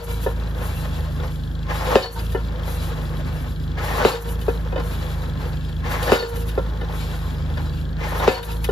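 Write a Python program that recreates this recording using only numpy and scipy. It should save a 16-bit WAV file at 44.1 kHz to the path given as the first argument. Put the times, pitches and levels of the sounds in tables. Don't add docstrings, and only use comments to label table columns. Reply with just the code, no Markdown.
import sys
import numpy as np
from scipy import signal
from scipy.fft import rfft, irfft, next_fast_len
from scipy.io import wavfile
from scipy.ndimage import uniform_filter1d, minimum_filter1d

SR = 44100
rng = np.random.default_rng(int(sys.argv[2]) if len(sys.argv) > 2 else 0)


def dump_mix(stems):
    frames = np.atleast_2d(stems).T
    limited = np.clip(frames, -1, 1)
    pcm = np.round(limited * 32767).astype(np.int16)
    wavfile.write(sys.argv[1], SR, pcm)


N = 384111
LEAD_IN = SR // 4
LONG = N + LEAD_IN
TIME = (np.arange(LONG) - LEAD_IN) / SR
PATHS = 3

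# t/s, thud level/dB, ring level/dB, loose plate level/dB, bar level/dB,
# then what is added to the usual scraping/dB, rattling/dB and oil hiss/dB
BLOWS = [(-.13, -3, -17, -32, -38, 1.5, 1.5, -0.5), (1.955, -3.0, -16.5, -28.5, -24, 1, 1, -2.3),
         (4.049, -4, -19.5, -34, -29, 2, 0, -1), (6.119, -3.5, -16.5, -32, -31, 1.3, 1, -1),
         (8.277, -4.5, -18, -34, -29, 0, -3, -4)]
# t/s, thud level/dB, ring level/dB
CLUNKS = [(0.262, -15, -17), (2.347, -17, -18), (4.481, -10.5, -17), (6.576, -13.5, -17.5),
          (8.688, -14, -19.5)]
# ram starts to rise t/s, pump lets go at the top t/s, added to the usual oil hiss/dB
LIFTS = [(.6, 1.367, .5), (2.667, 3.521, 1.5), (4.835, 5.601, -1.5), (6.915, 7.716, -1.5)]
# f/Hz, level/dB, basic time to fade by 60 dB/s (ring() adapts it)
STEEL = [(288.3, -5.5, 0.26), (382.8, -2.5, 0.34), (468.6, -2.5, 0.89), (496, -3, 0.26), (528.3, 5.5, 0.29),
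         (543, 2, 0.33), (602, 2.5, 0.2), (747.6, 0.5, 0.39), (830, -9.5, 0.36), (922, -6.5, 0.6),
         (960, -9.5, 0.86), (1045, -8, 0.5), (1192, -14.5, 0.49), (1272, -13, 0.51), (1364, -10, 0.83),
         (1438, -8, 0.64), (1584, -13, 0.54), (1750, -8, 0.71), (1803, -5.5, 0.35), (2060, -7, 0.37),
         (2530, -5, 0.32), (2972, -11, 0.67), (3710, -9, 0.463), (4000, -18, 0.32), (4400, -23, 0.31),
         (4860, -13, 0.39)]


def undb(db):
    return 10 ** (np.asarray(db) / 20)


def level(x, db):
    return x * undb(db) / np.sqrt(np.mean(x ** 2))


def noise():
    return rng.standard_normal((PATHS, LONG))


def on_log(table, hz):
    f, v = np.transpose(table)
    return np.interp(np.log(np.maximum(hz, 1)), np.log(np.maximum(f, 1)), v)


def colour(x, table):
    size = next_fast_len(LONG)
    gain = undb(on_log(table, np.fft.rfftfreq(size, 1 / SR)))
    return level(irfft(rfft(x, size) * gain, size)[:, :LONG], 0)


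def band(x, hz, width_hz):
    return signal.lfilter(*signal.iirpeak(hz, hz / width_hz, SR), x)


def walk(rate):
    k = int(SR / rate)
    held = np.repeat(rng.standard_normal(LONG // k + 1), k)
    return uniform_filter1d(uniform_filter1d(held, k), k)[:LONG]


def grit(share, spread_db):
    size_db = np.minimum(spread_db * rng.exponential(size=LONG), 4 * spread_db)
    clicks = (rng.random(LONG) < share) * undb(size_db)
    return noise() * (1 + clicks)


def burst(rise_s, fall_s):
    t = np.arange(int(.2 * SR)) / SR
    return (1 - np.exp(-t / rise_s)) * np.exp(-t / fall_s) * rng.standard_normal((PATHS, len(t)))


def ring(modes, bright_db, shorten, rise_s, scatter_db, chatter_db=3.5):
    t = np.arange(int(min(.4, shorten) * SR)) / SR
    hz, db, t60 = np.transpose(modes)
    gain = undb(db + bright_db * np.log2(hz / 500) + scatter_db * rng.standard_normal(len(hz)))
    gain = gain * np.exp(2j * np.pi * rng.random((PATHS, len(hz))))
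    treble_damping = 0.27
    fade_s = shorten * t60 * (500 / hz) ** treble_damping
    detuned_hz = hz * (1 + 0.00347 * rng.standard_normal(len(hz)))
    pole = 2j * np.pi * detuned_hz - np.log(1000) / fade_s
    chatter = SR // 110
    steps = rng.standard_normal((len(hz), len(t) // chatter + 1))
    held = np.repeat(undb(chatter_db * steps), chatter, axis=1)
    flicker = uniform_filter1d(held, size=chatter)[:, :len(t)]
    tones = gain @ (flicker * np.exp(np.outer(pole, t)))
    return tones.imag * (1 - np.exp(-t / rise_s))


def add(out, s, x):
    i = int(s * SR) + LEAD_IN
    out[:, i:i + x.shape[-1]] += x[..., :LONG - i]


def blows():
    blow_tone, clunk_tone = (1750, .0105, 0, 1, .01), (1050, .01, -2.6, 0.24, .007)
    out, t = np.zeros((PATHS, LONG)), np.arange(int(.2 * SR)) / SR
    thump = np.sin(2 * np.pi * 230 * t) * (t / .005) * np.exp(-t / .005)
    thump = thump + .4 * np.sin(2 * np.pi * 100 * t) * (t / .007) * np.exp(-t / .007)
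    snap = np.sin(2 * np.pi * 2750 * t) * (t / .0007) * np.exp(-t / .0007)
    hits = [(*row[:3], *blow_tone) for row in BLOWS] + [(*row, *clunk_tone) for row in CLUNKS]
    for s, thud_db, ring_db, start_hz, thud_s, bright_db, shorten, rise_s in hits:
        sweep_hz = 410 + (start_hz - 410) * np.exp(-t / .0008)
        thud_shape = (1 - np.exp(-t * start_hz / .6)) * np.exp(-(t / thud_s) ** 5)
        thud = np.sin(2 * np.pi * np.cumsum(sweep_hz) / SR) * thud_shape
        crack = snap + 1.1 * band(band(burst(.0003, .0025), 2600, 3600), 2600, 3600)
        shudder = band(burst(.004, .035), 1100, 2000)
        sizzle = band(band(burst(.002, 0.036), 3800, 3200), 3800, 3200)
        add(out, s + .001, undb(thud_db) * thud)
        add(out, s, undb(thud_db - 0.3 + 6.5 * bright_db) * thump)
        add(out, s, undb(thud_db - 4 + 8 * bright_db) * crack)
        add(out, s, undb(thud_db - 19.0 + 0.3 * bright_db) * shudder)
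        add(out, s, undb(thud_db - 31 + 5 * bright_db) * sizzle)
        add(out, s, undb(ring_db) * ring(STEEL, bright_db, shorten, rise_s, 2.0))
    rebound_hz, delay_s, swell_s, below_thud_db = 522, .011, .017, -14
    swell = np.sin(2 * np.pi * rebound_hz * t) * (t / swell_s) * np.exp(1 - t / swell_s)
    for s, thud_db, *_ in BLOWS:
        add(out, s + delay_s, undb(thud_db + below_thud_db) * swell)
    return out


def knocks():
    # t from the blow/s, level/dB, brightness (0 = neutral)
    shake_pattern = [(-.268, -25.5, 2), (-.21, -32, -5), (.084, -11, -2), (0.101, -21, 9), (.204, -36, 0),
                     (.237, -31, 9.5), (0.364, -43, 15)]
    # t/s, level/dB, brightness (0 = neutral)
    frame_knocks = [(0.607, -22.5, 1), (1.196, -22, -2), (1.24, -33, -6), (2.325, -40, 2),
                    (2.675, -21.5, 2), (3.785, -30, 0), (3.911, -30, 5), (4.414, -36, 1),
                    (4.724, -18, -2.5), (4.758, -13.5, -1), (4.776, -16, 1), (4.796, -18, 4),
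                    (5.426, -22.5, 1.5), (5.689, -42.5, 12.5), (6.026, -28, 13), (6.09, -12, 3.5),
                    (6.224, -9, -1), (6.294, -40, 9), (6.489, -38, 14), (6.811, -19, 2), (7.501, -24, -4),
                    (7.571, -22.5, 5), (8.117, -18, -2), (8.196, -14.5, 1), (8.428, -27.5, 13.5),
                    (8.641, -27.5, 14)]
    # f/Hz, level/dB, basic time to fade by 60 dB/s
    plate_modes = [(2510, -6, 0.3), (2750, -4, 0.3), (2950, 1.5, 0.425), (3780, 1, 0.26), (4150, -6.5, 0.3),
                   (4380, 2.5, 0.58), (4410, 1, 0.54), (4500, 3, 0.325), (4680, -4, 0.3), (5050, -5, 0.25),
                   (5240, -5, .2)]
    # f/Hz, level/dB, basic time to fade by 60 dB/s
    bar_modes = [(917, 5, .2), (904, -5, .15), (965, -3, 0.15), (1519, -5, .15)]
    slap_delay_s, bar_delay_s = .066, .205
    out = np.zeros((PATHS, LONG))
    shakes = [(blow + s, db, bright_db) for blow, *_ in BLOWS for s, db, bright_db in shake_pattern
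              if blow + s > 0]
    for s, db, bright_db in [*shakes, *frame_knocks]:
        scuff = band(band(burst(0.0031, 0.011), 2600, 2800), 2600, 2800)
        bright_scuff = band(band(burst(.001, 0.0082), 10300, 5000), 10300, 5000)
        add(out, s, undb(db - 9) * ring(STEEL, bright_db / 2, .2, .006, 3.5))
        add(out, s, undb(db - 14.5 + 2 * bright_db) * scuff)
        add(out, s, undb(db - 33.5 + 3.03 * bright_db) * bright_scuff)
    for s, _, _, plate_db, bar_db, *_ in BLOWS:
        slap = band(band(burst(0.002, 0.031), 4000, 2800), 4000, 2800)
        add(out, s + slap_delay_s, undb(plate_db) * ring(plate_modes, 2, 0.8, 0.006, 1.5))
        add(out, s + slap_delay_s, undb(plate_db + 12.5) * slap)
        add(out, s + bar_delay_s, undb(bar_db) * ring(bar_modes, 0, 0.6, 0.004, 2.7))
    return out


def strokes():
    # t from the blow/s, scraping/dB, rattling/dB, oil hiss/dB
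    fall_shape = [(-.32, -46, -54, -65), (-.285, -41, -60, -66), (-.255, -30.5, -56.5, -59),
                  (-.2, -29, -39, -42), (-.12, -27.5, -43, -45.5), (-.075, -28, -35, -39),
                  (-.03, -22.5, -45.5, -46), (-.005, -24.5, -35, -47), (.005, -20.5, -26.5, -37),
                  (.045, -23.5, -23.5, -34), (.1, -27, -35, -41), (.15, -35, -37, -49),
                  (.175, -32.5, -46, -32), (.21, -38.5, -41, -50), (.25, -44, -44.5, -41.5),
                  (.33, -45, -51, -55.5), (.37, -45.5, -45.5, -44), (.41, -42, -50.5, -51),
                  (.52, -42.5, -52.5, -60)]
    # t from its start/s, scraping/dB, rattling/dB, oil hiss/dB
    rise_shape = [(-.05, -38.5, -55, -63), (.03, -34.5, -44.5, -47), (.12, -40, -43.5, -48.5),
                  (.2, -37, -43, -48.5), (.4, -38.5, -47, -54.5)]
    # t from the pump letting go/s, scraping/dB, rattling/dB, oil hiss/dB
    top_shape = [(-.27, -42, -50.5, -59), (-.13, -36.5, -48, -55), (.05, -50.5, -49, -59.5),
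                 (.17, -47.5, -55, -65.5)]
    # t from the blow/s, one blow's share of the tilt/dB per octave
    fall_tilt = [(-.36, -1), (-.27, 10), (-.17, 6), (-.04, -2), (.05, -0.5)]
    starts = [(fall_shape, row[0], row[5:]) for row in BLOWS]
    for rise, top, oil_db in LIFTS:
        starts += [(rise_shape, rise, (0, 0, oil_db)), (top_shape, top, (0, 0, oil_db))]
    rows = [(at + s, *np.add(shape_db, more_db)) for shape, at, more_db in starts for s, *shape_db in shape]
    s, *columns = np.transpose(sorted(rows))
    tilt = sum(np.interp(TIME - blow, *np.transpose(fall_tilt)) for blow, *_ in BLOWS)
    return *(np.interp(TIME, s, c) for c in columns), tilt


def ram():
    # f/Hz, width/Hz, relative level/dB
    rail_modes = [(501, 37, 9), (593, 77, 5), (840, 70, 5), (1040, 50, 5), (1250, 90, -1), (1450, 80, 0),
                  (1650, 90, 1), (1780, 70, -1), (2020, 60, -6)]
    # f/Hz, relative level/dB per Hz
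    rattle_curve = [(1500, 9), (2400, -7.5), (3700, 3.5), (4800, -4.5), (5300, -2.5), (5900, -18),
                    (7200, 3.5), (8000, -3), (11000, -65)]
    # f/Hz, width/Hz, relative level/dB
    jingle_modes = [(1986, 26, -1), (2300, 21, 6.5), (2506, 52, 2), (2714, 83, 8.5), (2950, 140, 3),
                    (3356, 120, 3), (3770, 30, 2.5), (3970, 30, 2.5), (4200, 45, 1), (4410, 27, -6.5),
                    (4600, 38, 0), (4970, 47, 1.5)]
    # f/Hz, relative level/dB per Hz
    oil_curve = [(4000, -16), (6000, 3.5), (8500, 6.5), (10000, 11.5), (12000, 10.5), (13500, 4.5),
                 (15500, -23)]
    scrape_db, rattle_db, oil_db, tilt_db = strokes()
    grind = grit(.008, 4.5) * undb(2.5 * walk(50))
    rails = 0
    for hz, width, db in rail_modes:
        gain = undb(db + tilt_db * np.log2(hz / 900) + 5 * walk(60))
        rails = rails + gain * band(grind, hz, width) / np.sqrt(width)
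    scrape = level(rails, -2.8) + level(band(band(grind, 570, 990), 940, 810), -6.0)
    flutter = 1.8 * walk(28)
    shaking = grit(.006, 3.5)
    jingle = sum(undb(db + 5 * walk(30)) * band(shaking, hz, width) / np.sqrt(width)
                 for hz, width, db in jingle_modes)
    rattle = colour(shaking, rattle_curve) + level(jingle, -3)
    rattle = rattle * undb(flutter + 1.8 * walk(60))
    oil = colour(grit(.003, 3.5), oil_curve) * undb(flutter + 3.2 * walk(45))
    return undb(scrape_db) * scrape + undb(rattle_db) * rattle + undb(oil_db + 3) * oil


def crank():
    open_hz, start_hz = 28.547, 26.584
    drag_hz, drag_eases_hz_per_s = 5.027, 1.564
    flywheel_s, governor_s, pump_delay_s = 1.016, .035, .022
    goal = np.full(LONG, open_hz - start_hz)
    for (clunk, *_), free in zip(CLUNKS, [top for _, top, _ in LIFTS] + [np.inf]):
        since = TIME - clunk - pump_delay_s
        pumping = (since > 0) & (TIME < free)
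        goal -= pumping * (drag_hz - drag_eases_hz_per_s * since)
    for lag_s in flywheel_s, governor_s:
        keep = np.exp(-1 / (lag_s * SR))
        goal = signal.lfilter([1 - keep], [1, -keep], goal)
    return start_hz + goal


def diesel():
    # multiple of the crank rate, level running free/dB, level under load/dB,
    # wavering/dB (the level takes at most steady_db of it; it also shakes the phase)
    exhaust_tones = [(1, -60, -75, 11.5), (2, -24.5, -29.5, 0.5), (2.5, -71, -39, 21), (3, -35.5, -28.5, 3),
                     (4, -33.5, -38.5, 0), (5, -47, -36.5, -0.5), (6, -35.5, -31, 1),
                     (6.5, -50.5, -48.5, 14), (9, -52.5, -54, 11), (10, -59.5, -46, 1.5)]
    # f/Hz, relative level/dB per Hz
    roar_curve = [(25, -19), (60, -3.5), (150, -6.5), (250, -10), (500, -19), (1000, -33), (1700, -22.5),
                  (2200, -52), (3500, -33.5), (6000, -68), (14000, -58)]
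    free_hz, loaded_hz = 27.253, 25.48
    roar_db, clatter_db = -35.5, -52.5
    steady_db = 3
    hz = crank()
    turn = np.cumsum(hz) / SR
    turn -= turn[LEAD_IN]
    load = np.clip((free_hz - hz) / (free_hz - loaded_hz), 0, 1)
    tones = 0
    for k, free_db, loaded_db, waver_db in exhaust_tones:
        lag = .6 * (k - 4) ** 2 - .06 * (k - 4) - 3.15
        tone_db = free_db + (loaded_db - free_db) * load + min(waver_db, steady_db) * walk(14)
        phase = 2 * np.pi * k * turn - lag + 0.13 * waver_db * walk(5.7)
        tones = tones + np.sqrt(2) * undb(tone_db) * np.cos(phase)
    firing = 0.92 + np.exp(-(2 * turn % 1))
    roar = level(colour(firing * noise(), roar_curve), roar_db) * undb(1.5 * walk(6))
    valve = turn + 8.19
    size = undb(1.5 * rng.standard_normal(int(valve[-1]) + 2))[valve.astype(int)]
    tick = size * (valve % 1) * np.exp(-(valve % 1) / .045) * noise()
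    clatter = band(band(tick, 3399, 460), 3399, 460) + 0.81 * band(tick, 3920, 190)
    clatter = clatter + 0.23 * band(tick, 4300, 350) + 0.21 * band(tick, 1640, 360)
    return tones + roar + level(clatter, clatter_db)


def ports(x):
    # f/Hz, lead/radians
    lead_curve = [(0, 0), (55, .09), (130, .24), (157, .75), (260, 1.2), (340, 0.8), (1640, 0.5),
                  (2240, 3.1), (2930, 1.5), (3190, -0.1), (3450, -0.0), (5080, 0.9), (5600, -0.4),
                  (7150, -1.6), (7670, -2.9), (8870, -3.2), (13200, -6.2), (15300, -6.3)]
    # f/Hz, left minus right/dB
    louder_curve = [(60, -0.4), (105, -.4), (130, -3.5), (157, -1.1), (205, -1.4), (260, 3.2), (700, 1.2),
                    (1290, 2.2), (2380, 3.8), (4400, 4.3), (8120, 0), (15000, 0.0)]
    # f/Hz, share (0 to 1)
    alike_curve = [(60, 1), (200, 1), (500, 0.85), (1000, 0.48), (2500, 0.42), (4500, 0.78), (6000, 0.7),
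                   (8500, .95), (11000, 0.8), (14000, 1)]
    size = next_fast_len(LONG)
    hz = np.fft.rfftfreq(size, 1 / SR)
    alike = np.clip(on_log(alike_curve, hz), 0, 1)
    lead = np.interp(hz, *np.transpose(lead_curve))
    direct, *scatter = rfft(x, size)
    side = np.array([[1], [-1]])
    shared = np.sqrt(alike) * np.exp(.5j * side * lead) * direct
    heard = shared + np.sqrt(1 - alike) * np.array(scatter)
    return irfft(heard * undb(side * on_log(louder_curve, hz) / 2), size)[:, :LONG]


def duck(x, above_db, slope, hold_s, glide_s):
    power = uniform_filter1d(np.mean(x ** 2, axis=0), size=220)
    loud_db = 10 * np.log10(power + 1e-12)
    hold = int(hold_s * SR)
    held_db = -minimum_filter1d(-loud_db, size=hold, origin=(hold - 1) // 2)
    goal_db = -slope * np.maximum(held_db - above_db, 0)
    keep = np.exp(-1 / (glide_s * SR))
    for _ in range(2):
        goal_db = signal.lfilter([1 - keep], [1, -keep], goal_db)
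    return x * undb(goal_db)


def scene():
    heard = ports(blows() + knocks() + ram() + diesel())
    return duck(heard, above_db=-11.0, slope=1.24, hold_s=0.17, glide_s=0.013)[:, LEAD_IN:]


def record(dry):
    top_hz = 15700
    rounded = .99 * np.tanh(dry / 1.02)
    return signal.sosfilt(signal.ellip(12, .2, 70, top_hz, fs=SR, output="sos"), rounded)


dry = scene()
out = record(dry)
dump_mix(out)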